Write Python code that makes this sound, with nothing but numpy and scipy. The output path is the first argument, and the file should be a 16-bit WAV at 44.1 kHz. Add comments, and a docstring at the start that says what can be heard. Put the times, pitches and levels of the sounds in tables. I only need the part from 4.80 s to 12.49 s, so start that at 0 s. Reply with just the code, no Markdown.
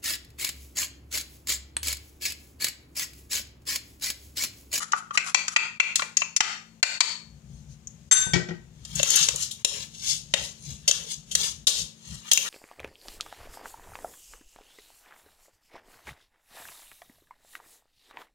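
"""A plastic spoon scrapes and knocks flour out of a small plastic cup over a big plastic bowl of berries.
A sleeve rustles, the cup is put aside with a clink and a thud, then the spoon stirs, clacking and scraping on the bowl.
Blows are decaying modes plus a noisy crack; scrapes and berries are coloured random grains; rumble is shaped noise.
A phone above the bowl hears a tiled kitchen and an appliance hum; its limiter ducks at every hard knock."""
import sys
import numpy as np
from scipy import signal
from scipy.fft import rfft, irfft
from scipy.io import wavfile
from scipy.ndimage import uniform_filter1d, minimum_filter1d

SR = 44100
rng = np.random.default_rng(int(sys.argv[2]) if len(sys.argv) > 2 else 0)


def bounce(signal):
    """Save signal as a 16-bit WAV file at the path given by the first command-line argument."""
    frames = np.transpose(np.atleast_2d(signal))
    limited = np.clip(frames, -1, 1)
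    pcm = np.round(limited * 32767).astype(np.int16)
    wavfile.write(sys.argv[1], SR, pcm)


N = 339129
T = np.arange(N) / SR
BLOW_T = T[:SR // 2]

# Contact crack of the cup, against spoon or dish. Each row: frequency in Hz, relative level in dB.
CUP_CRACK_COLOUR = [(60, -51.5), (300, -20.5), (800, -6), (1400, 3.5), (3500, 2), (5500, 2.5), (7400, 7),
                    (8500, -16), (11000, -24), (12500, -34.5), (16000, -40)]
# Gritty brightness of dragged flour and brushed cloth. Each row: frequency in Hz, relative level in dB.
GRIT_COLOUR = [(1000, -32.5), (2100, -17.5), (3000, -5), (4800, -2.5), (6800, 4), (8300, -12.5),
               (11000, -22), (15500, -33.5)]


def amp(db):
    """Decibels to gain."""
    return 10 ** (np.asarray(db) / 20)


def unit(x):
    """Scale to rms 1."""
    return x / np.sqrt(np.mean(x ** 2))


def fade(t, t60):
    """Exponential decay, 60 dB down after t60 seconds."""
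    return np.exp(-np.log(1000) * t / max(t60, 1 / SR))


def shape(x, points):
    """Causal minimum-phase filter through (Hz, dB) points, made from the cepstrum of the log gain."""
    size = 4096
    hz, db = np.transpose(points)
    bin_hz = np.arange(size // 2 + 1) * SR / size
    gain_db = np.interp(np.log(bin_hz + 1), np.log(hz), db)
    cepstrum = irfft(np.log(amp(gain_db)))
    # folding the cepstrum onto positive times makes the filter causal
    cepstrum[1:size // 2] *= 2
    cepstrum[size // 2 + 1:] = 0
    impulse = irfft(np.exp(rfft(cepstrum)))
    return signal.fftconvolve(x, impulse)[:len(x)]


def walk(rate):
    """Random wander with a spread near 1: straight lines between `rate` random values a second."""
    return np.interp(T * rate, np.arange(N), rng.standard_normal(N))


def swells(rows):
    """Sum of bell-shaped envelopes from (peak s, half length s, dB) rows."""
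    return sum(amp(db) * np.exp(-((T - s) / half) ** 2) for s, half, db in rows)


def grains(rate, spread_db):
    """Tiny friction slips at random moments, about `rate` a second, some stronger than the rest."""
    slipping = rng.random(N) < rate / SR
    size = rng.standard_normal(N)
    extra_db = spread_db * np.minimum(rng.exponential(size=N), 4)
    return slipping * size * amp(extra_db)


def lumpy(colour, rate, lump_db=3.0):
    """Friction whose contacts keep changing: each band of the grains swells on its own."""
    slips = grains(rate, spread_db=0.5)
    edges_hz = np.geomspace(200, 17000, 13)
    mix = np.zeros(N)
    for band_hz in zip(edges_hz, edges_hz[1:]):
        bandpass = signal.butter(2, band_hz, "band", fs=SR, output="sos")
        band = signal.sosfilt(bandpass, np.roll(slips, rng.integers(200)))
        mix += band * amp(lump_db * walk(rate=35))
    return unit(shape(mix, colour))


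def strike(modes, crack_colour, crack_db, crack_t60, scatter_db):
    """One blow: the body's decaying modes with random signs and scattered levels, plus the contact's chatter."""
    ring = np.zeros(len(BLOW_T))
    for hz, db, t60 in modes:
        luck, side = rng.standard_normal(2)
        level = np.sign(side) * amp(db + scatter_db * luck)
        ring += level * fade(BLOW_T, t60) * np.sin(2 * np.pi * hz * BLOW_T)
    chatter = rng.standard_normal(len(BLOW_T)) * fade(BLOW_T, crack_t60)
    crack = shape(chatter, crack_colour)
    return unit(ring) + amp(crack_db) * unit(crack)


def contact(x, tilt_db, favoured_hz=1000, boost_db=0, octaves=.3):
    """A harder contact tilts a blow towards the treble (dB per octave); its place favours one region of modes."""
    hz = np.geomspace(900, 12000, 60)
    away = np.log2(hz / favoured_hz)  # in octaves
    gain_db = tilt_db * away + boost_db * np.exp(-(away / octaves) ** 2)
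    return shape(x, np.transpose([hz, gain_db]))


def add(track, s, blow, db):
    """Mix in a blow at time s; db is the rms of its first hundredth of a second."""
    start = int(s * SR)
    first_rms = np.sqrt(np.mean(blow[:SR // 100] ** 2))
    track[start:start + len(blow)] += amp(db) * blow[:N - start] / first_rms


def background():
    """A wavering appliance hum with a thin whine, over soft air noise whose bass is alike at both ports."""
    # Partials of the hum, the last one the whine. Each row: frequency in Hz, rms level in dB.
    hum_partials = [(59.2, -70), (113, -67), (166.9, -58.5), (199.2, -74.5), (221, -58.5), (14200, -89.5)]
    # Colour of the kitchen air. Each row: frequency in Hz, relative level in dB.
    air_colour = [(20, -18), (60, -10), (170, -1.5), (280, -5.5), (600, -11.5), (1300, -18.5), (3000, -18),
                  (5000, -21), (7000, -13.5), (9000, -31.5), (13000, -41), (16000, -41.5)]
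    hum = np.zeros(N)
    for hz, db in hum_partials:
        level = np.sqrt(2) * amp(db + 1.0 * walk(rate=6.2))
        phase_wander = .5 * walk(rate=8.7)  # radians
        hum += level * np.sin(2 * np.pi * hz * T + phase_wander)
    bass = signal.butter(2, 500, fs=SR)
    treble = signal.butter(2, 500, "high", fs=SR)
    shared = signal.lfilter(*bass, rng.standard_normal(N))
    air = []
    for _ in range(2):
        own = signal.lfilter(*treble, rng.standard_normal(N))
        air.append(unit(shape(shared + own, air_colour)))
    return hum + amp(-58.5) * np.array(air)


def worktop():
    """Shaped noise: the worktop rumbles as the cook moves, the bowl shifts on the hob; each shakes the other."""
    # Shifts of the bowl. Each row: peak in seconds, half length in seconds, level in dB.
    shift_rows = [(2.72, 0.052, -47.5), (3.56, 0.056, -34), (4.18, 0.051, -36), (4.42, 0.021, -41),
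                  (4.54, 0.1, -52), (5.58, 0.069, -45), (5.91, 0.045, -37), (6.2, .035, -56),
                  (6.55, 0.027, -37), (6.79, 0.028, -65), (7.03, 0.028, -43), (7.335, 0.053, -37)]
    # Colour of the bowl's shifting. Each row: frequency in Hz, relative level in dB.
    shift_colour = [(25, -29), (60, 11), (100, -4), (145, 14), (200, 1.5), (280, -16), (700, -25.5),
                    (2000, -53.5), (10000, -81.5)]
    # Colour of the worktop's rumble. Each row: frequency in Hz, relative level in dB.
    rumble_colour = [(30, -21), (58, 6), (85, -2), (120, -1.5), (250, -44.5), (4000, -74.5)]
    # almost still while the cup is emptied, then rumbling once the cook moves about
    still_db, moving_db, wander_db = -71, -53.5, 3.5
    moving_from_s, moving_until_s, moving_fade_s = 2.75, 6.83, 0.39
    shift_rumble_db, bowl_tremble_db = -16.5, 1.5  # how much each shakes the other
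    inside_s = np.minimum(T - moving_from_s, moving_until_s - T)
    moving = np.clip(1 + inside_s / moving_fade_s, 0, 1)
    sway = (amp(still_db) + amp(moving_db) * moving) * amp(wander_db * walk(rate=8))
    shifts = swells(shift_rows)
    rumble = unit(shape(rng.standard_normal(N), rumble_colour))
    scuff = unit(shape(rng.standard_normal(N), shift_colour))
    leaning = rumble * (sway + amp(shift_rumble_db) * shifts)
    shifting = scuff * (shifts + amp(bowl_tremble_db) * sway)
    return leaning + shifting


def cup():
    """The spoon wipes the cup in coloured grains and knocks the flour loose, ringing the cup's modes."""
    # Wipes inside the cup. Each row: peak in seconds, half length in seconds, level in dB.
    wipes = [(.02, 0.022, -29.5), (.085, 0.0084, -48), (.178, 0.017, -34.5), (.352, 0.013, -31.5),
             (.475, 0.029, -31), (.735, 0.024, -39)]
    # Colour of the wiping. 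Each row: frequency in Hz, relative level in dB.
    wipe_colour = [(150, -37), (500, -9), (1000, 1), (1320, 15), (1800, 2.5), (4000, -1), (7400, 7),
                   (8800, -13), (11000, -7.5), (12500, -35.5), (16000, -37)]
    # Knocks on the cup. Each row: start in seconds, level in dB, frequency in Hz favoured by the
    # contact point, its boost in dB, treble tilt in dB per octave.
    taps = [(0.119, -26, 6000, 7, 2.5), (0.1323, -14.5, 1307, 19.5, -11), (0.307, -26.5, 1250, 21.5, -8.5),
            (0.348, -27, 1250, 30, -1.5), (0.374, -10.5, 2360, 12, -2.5), (.545, -6, 2340, 6.5, -1.5),
            (0.68, -22, 1320, 18.5, 3), (0.7618, -1, 2420, 9, -3), (0.9988, -0.5, 2443, 17, -1.5),
            (1.156, -12.5, 7400, -0.5, 7.5), (1.194, -22.5, 1360, 16, -4), (1.22, -22.5, 1270, -4, -9),
            (1.369, -10.5, 6260, 7, 5), (1.418, -19, 2480, 10, -5.5), (1.563, -12, 6140, 6, 5),
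            (1.605, 1.5, 1450, 1, -3), (2.028, 2, 4420, 3.5, -1), (2.205, 0.5, 4540, 8.5, -0.5),
            (3.071, -34.5, 6270, 23, 9.5)]
    # Modes of the cup. Each row: frequency in Hz, relative level in dB, t60 in seconds.
    cup_modes = [(926, -10.5, 0.042), (1343, -4, 0.027), (1340, -5.5, 0.05), (1950, -1.5, 0.089),
                 (2354, 6.5, 0.065), (2380, -18, 0.17), (2660, 10, 0.043), (2722, 9, 0.03),
                 (3080, -15, 0.076), (3300, -20.5, .09), (4510, -10, 0.28), (4400, -14.5, 0.43),
                 (5040, -20, 0.37), (6490, -21, 0.067), (7430, -12.5, 0.12)]
    out = unit(shape(grains(rate=3300, spread_db=2.5), wipe_colour)) * swells(wipes)
    for s, db, hz, boost_db, tilt_db in taps:
        blow = strike(cup_modes, CUP_CRACK_COLOUR, crack_db=7.5, crack_t60=0.028, scatter_db=1.4)
        add(out, s, contact(blow, tilt_db, hz, boost_db, octaves=.25), db)
    return out


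def sleeve():
    """A sleeve brushes the apron: swelling noise with a gritty colour."""
    # Brushes of the sleeve. Each row: peak in seconds, half length in seconds, level in dB.
    rustles = [(2.76, 0.089, -61), (2.92, 0.033, -57.5), (3.2, 0.175, -66)]
    return unit(shape(rng.standard_normal(N), GRIT_COLOUR)) * swells(rustles)


def dishes():
    """The cup clinks against a glass dish and lands on the counter; each rings its own modes."""
    # Touches on the dish. Each row: start in seconds, level in dB.
    clinks = [(3.312, 1.5), (3.3235, -1.5)]
    # Modes of the glass dish. Each row: frequency in Hz, relative level in dB, t60 in seconds.
    dish_modes = [(1529, -27, 0.5), (1984, -24.5, 0.22), (2412, -29, 0.2), (3612, -7.5, .45),
                  (4436, -17.5, 0.34), (6250, 3.5, 0.069), (7530, 3, 0.095), (9400, -20.5, .17),
                  (11180, -31.5, 0.081)]
    # Landings on the counter. 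Each row: start in seconds, level in dB, treble tilt in dB per octave.
    thuds = [(3.465, -32.5, -11), (3.534, -15.5, 3.5), (3.557, -20.5, -2), (3.686, -31.5, 0),
             (3.707, -32.5, -4.5)]
    # Modes of the counter. Each row: frequency in Hz, relative level in dB, t60 in seconds.
    counter_modes = [(132, 1, 0.076), (173.6, 5, 0.14), (200, -4, 0.076), (320, -11, 0.16),
                     (361.4, 0.5, 0.2), (432, -15, .07), (820, -11, 0.14), (1334, -5.5, 0.094),
                     (1550, -1, 0.074), (1895, 6, 0.092), (1960, -7, 0.22), (2270, -8, 0.079)]
    # Contact crack on the counter. Each row: frequency in Hz, relative level in dB.
    counter_crack = [(60, -23), (170, -7), (500, 9.5), (1200, -0.5), (2200, 1.5), (4000, 2.5), (7000, -2.5),
                     (9000, -28.5), (16000, -81)]
    out = np.zeros(N)
    for s, db in clinks:
        blow = strike(dish_modes, CUP_CRACK_COLOUR, crack_db=-12.5, crack_t60=0.089, scatter_db=0.2)
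        add(out, s, blow, db)
    for s, db, tilt_db in thuds:
        blow = strike(counter_modes, counter_crack, crack_db=-7.0, crack_t60=0.097, scatter_db=4.0)
        add(out, s, contact(blow, tilt_db), db)
    return out


def spoon_on_bowl():
    """The spoon knocks or briefly scrapes the bowl, ringing its modes, then rubs along the wall in lumpy grains."""
    # Knocks and short scrapes of the spoon on the bowl. Each row: start in seconds, level in dB, treble
    # tilt in dB per octave, frequency in Hz favoured by the contact point, chatter t60 in seconds
    # (a long chatter is more of a scrape).
    bowl_contacts = [(4.05, -36.5, -1.5, 5470, 0.019), (4.152, -27.5, 4, 6400, 0.14),
                     (4.196, -24.5, -10, 1100, 0.014), (4.23, -16, -1, 6460, 0.0026),
                     (4.304, -17.5, 4.5, 6550, 0.0022), (4.358, -17, 10.5, 6700, 0.014),
                     (4.486, -16.5, -3.5, 6150, 0.008), (4.559, -26.5, 9, 6440, 0.009),
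                     (4.71, -31, 4, 3520, 0.11), (4.847, -2.5, -1.5, 5800, 0.01),
                     (5.538, -11.5, -6.5, 1890, 0.015), (6.077, -13.5, -0.5, 4960, 0.14),
                     (6.111, -13, -2.5, 5430, 0.0051), (6.512, -30, 1.5, 2980, 0.34),
                     (6.551, -10.5, 0, 3360, 0.01), (6.869, -1, 0, 4540, 0.1),
                     (7.5135, -4.5, -0.5, 3320, 0.049), (7.533, -7.5, 7.5, 5960, 0.0061),
                     (7.574, -11, 0.5, 2450, 0.0073)]
    # Modes of the bowl. Each row: frequency in Hz, relative level in dB, t60 in seconds.
    bowl_modes = [(516, -18.5, 0.13), (1130, -36, 0.018), (1920, -23, 0.033), (2750, 30, 0.048),
                  (2770, 13, 0.014), (3700, -22, 0.017), (3760, 29, 0.064), (5620, 11, 0.21),
                  (7350, -15.5, 0.011), (7380, -44, 0.0067)]
    # Contact crack on the bowl. Each row: frequency in Hz, relative level in dB.
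    bowl_crack = [(60, -23), (300, -32), (550, -12), (800, -26.5), (2000, -21), (3200, -3.5), (5000, -7),
                  (7000, 0.5), (8500, -14.5), (11000, -23), (16000, -34.5)]
    # Hollow colour of the rubbed wall. Each row: frequency in Hz, relative level in dB.
    wall_colour = [(280, -41), (430, 4.5), (560, 2), (780, -17), (1100, -8.5), (2000, -43)]
    firm_db, rub_db = -9.5, -51  # contacts softer than firm_db press less
    rub_delay_s, rub_half_s = 0.051, 0.11
    out, rubbing = np.zeros((2, N))
    for s, db, tilt_db, hz, t60 in bowl_contacts:
        blow = strike(bowl_modes, bowl_crack, crack_db=14, crack_t60=t60, scatter_db=0.0)
        add(out, s, contact(blow, tilt_db, hz, boost_db=5.0, octaves=0.31), db)
        rub = swells([(s + rub_delay_s, rub_half_s, rub_db + min(db - firm_db, 0))])
        rubbing = np.maximum(rubbing, rub * (T > s))
    return out + lumpy(wall_colour, rate=870) * rubbing


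def push(s, swell_s):
    """Pressure of one push: it builds up to time s and eases off a little faster."""
    ease_share = 0.7  # time to die away, as a share of the time to swell
    curve = 1.36  # 1 gives a pointed swell, 2 a round one
    away = np.where(T < s, s - T, (T - s) / ease_share) / swell_s
    return np.exp(-away ** curve)


def berries():
    """The spoon drags floury berries over the bowl in uneven slips: bright gritty grains and a soft mush."""
    # Pushes through the fruit. Each row: hardest moment in seconds, swell in seconds,
    # level of the gritty hiss in dB, level of the soft mush in dB.
    pushes = [(4.19, 0.015, -33, -40), (4.375, 0.12, -20.5, -29), (4.628, 0.051, -27, -45),
              (4.931, 0.098, -43, -49.5), (5.024, 0.034, -33.5, -48), (5.149, 0.011, -42, -75),
              (5.307, 0.069, -23.5, -46.5), (5.643, 0.072, -34, -57), (5.908, 0.067, -38, -60),
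              (6.19, 0.08, -40, -42.5), (6.32, 0.032, -29.5, -52), (6.643, 0.064, -25, -39),
              (6.99, 0.059, -31, -57), (7.333, 0.084, -40.5, -53), (7.492, 0.033, -40.5, -39.5),
              (7.67, 0.037, -33.5, -33.5)]
    # Colour of the soft fruit. Each row: frequency in Hz, relative level in dB.
    mush_colour = [(300, -28), (700, -12.5), (1100, -2), (1500, -4), (2300, 0), (3200, 6), (6000, -25)]
    gritty, mushy = np.zeros((2, N))
    for s, swell_s, grit_db, mush_db in pushes:
        pressure = push(s, swell_s)
        gritty += amp(grit_db) * pressure
        mushy += amp(mush_db) * pressure
    slips = amp(0.9 * walk(rate=57))
    grit = lumpy(GRIT_COLOUR, rate=3900) * gritty * slips
    mush = lumpy(mush_colour, rate=1400) * mushy * slips
    return grit + mush


def kitchen(x, lag_s, near_db, room_db, t60=0.36, treble_t60=0.3):
    """Direct sound reaches the right port first; bowl and worktop reflect at once, the tiled room rings on."""
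    t, ears = T[:SR], []
    lowpass = signal.butter(1, 5000, fs=SR)
    highpass = signal.butter(1, 5000, "high", fs=SR)
    # the source keeps moving, so it drifts between three patterns of near reflections
    places = np.array([walk(rate=12) for _ in range(3)])
    places /= np.linalg.norm(places, axis=0)
    early_t = t[:SR // 20]
    for lag in (lag_s, 0):  # left, right
        low, high = rng.standard_normal((2, SR))
        low_tail = signal.lfilter(*lowpass, low) * fade(t, t60)
        high_tail = signal.lfilter(*highpass, high) * fade(t, treble_t60)
        # the walls answer after the first few metres
        tail = (low_tail + high_tail) * (1 - fade(t, t60=0.088))
        heard = x + amp(room_db) * signal.fftconvolve(x, tail / np.linalg.norm(tail))[:N]
        for place in places:
            near = rng.standard_normal(len(early_t)) * fade(early_t, t60=0.025) * (early_t > .0007)
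            heard += amp(near_db) * signal.oaconvolve(x * place, near / np.linalg.norm(near))[:N]
        ears.append(np.pad(heard, (int(abs(lag) * SR), 0))[:N])
    return np.array(ears)


def scene():
    """Cup and bowl lie just under the phone; dishes are further off and wetter; rumble reaches both ports alike."""
    emptying = kitchen(cup(), lag_s=.001, near_db=-2.5, room_db=-10)
    putting_aside = kitchen(dishes(), lag_s=0.00091, near_db=-1.5, room_db=-5.5)
    stirring = kitchen(sleeve() + spoon_on_bowl() + berries(), lag_s=.00093, near_db=1.0, room_db=-7.5)
    return emptying + putting_aside + stirring + worktop() + background()


def limiter(x, ceiling_db, release_db_per_s, ahead_s):
    """The gain slides down just ahead of each peak and climbs back at a steady rate in dB."""
    half = int(ahead_s * SR / 2)
    peak_db = 20 * np.log10(np.abs(x).max(axis=0) + 1e-9)
    allowed_db = np.minimum(ceiling_db - peak_db, 0)
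    held_db = minimum_filter1d(allowed_db, 2 * half + 1, origin=-half)  # looks ahead
    climb_db = release_db_per_s * T
    gain_db = np.minimum.accumulate(held_db - climb_db) + climb_db
    return x * amp(uniform_filter1d(gain_db, half, origin=(half - 1) // 2))


def record(dry):
    """The right port is weaker but brighter; deep bass is rolled off; a limiter holds the knocks; the top is cut."""
    # Right port against left. Each row: frequency in Hz, gain in dB.
    right_colour = [(60, -6.5), (400, -10), (1300, -6.5), (2400, -5.5), (4400, -9.5), (7300, -13.5),
                    (8600, 4.5), (10000, 6.5), (15000, 2.5)]
    ports = np.array([dry[0], shape(dry[1], right_colour)])
    bass_cut = signal.butter(3, 48, "high", fs=SR, output="sos")
    ports = signal.sosfilt(bass_cut, ports)
    held = limiter(ports, ceiling_db=-1, release_db_per_s=130.0, ahead_s=0.025)
    top_cut = signal.ellip(8, .2, 70, 16000, fs=SR, output="sos")
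    return signal.sosfilt(top_cut, held)


dry = scene()
out = record(dry)
bounce(out)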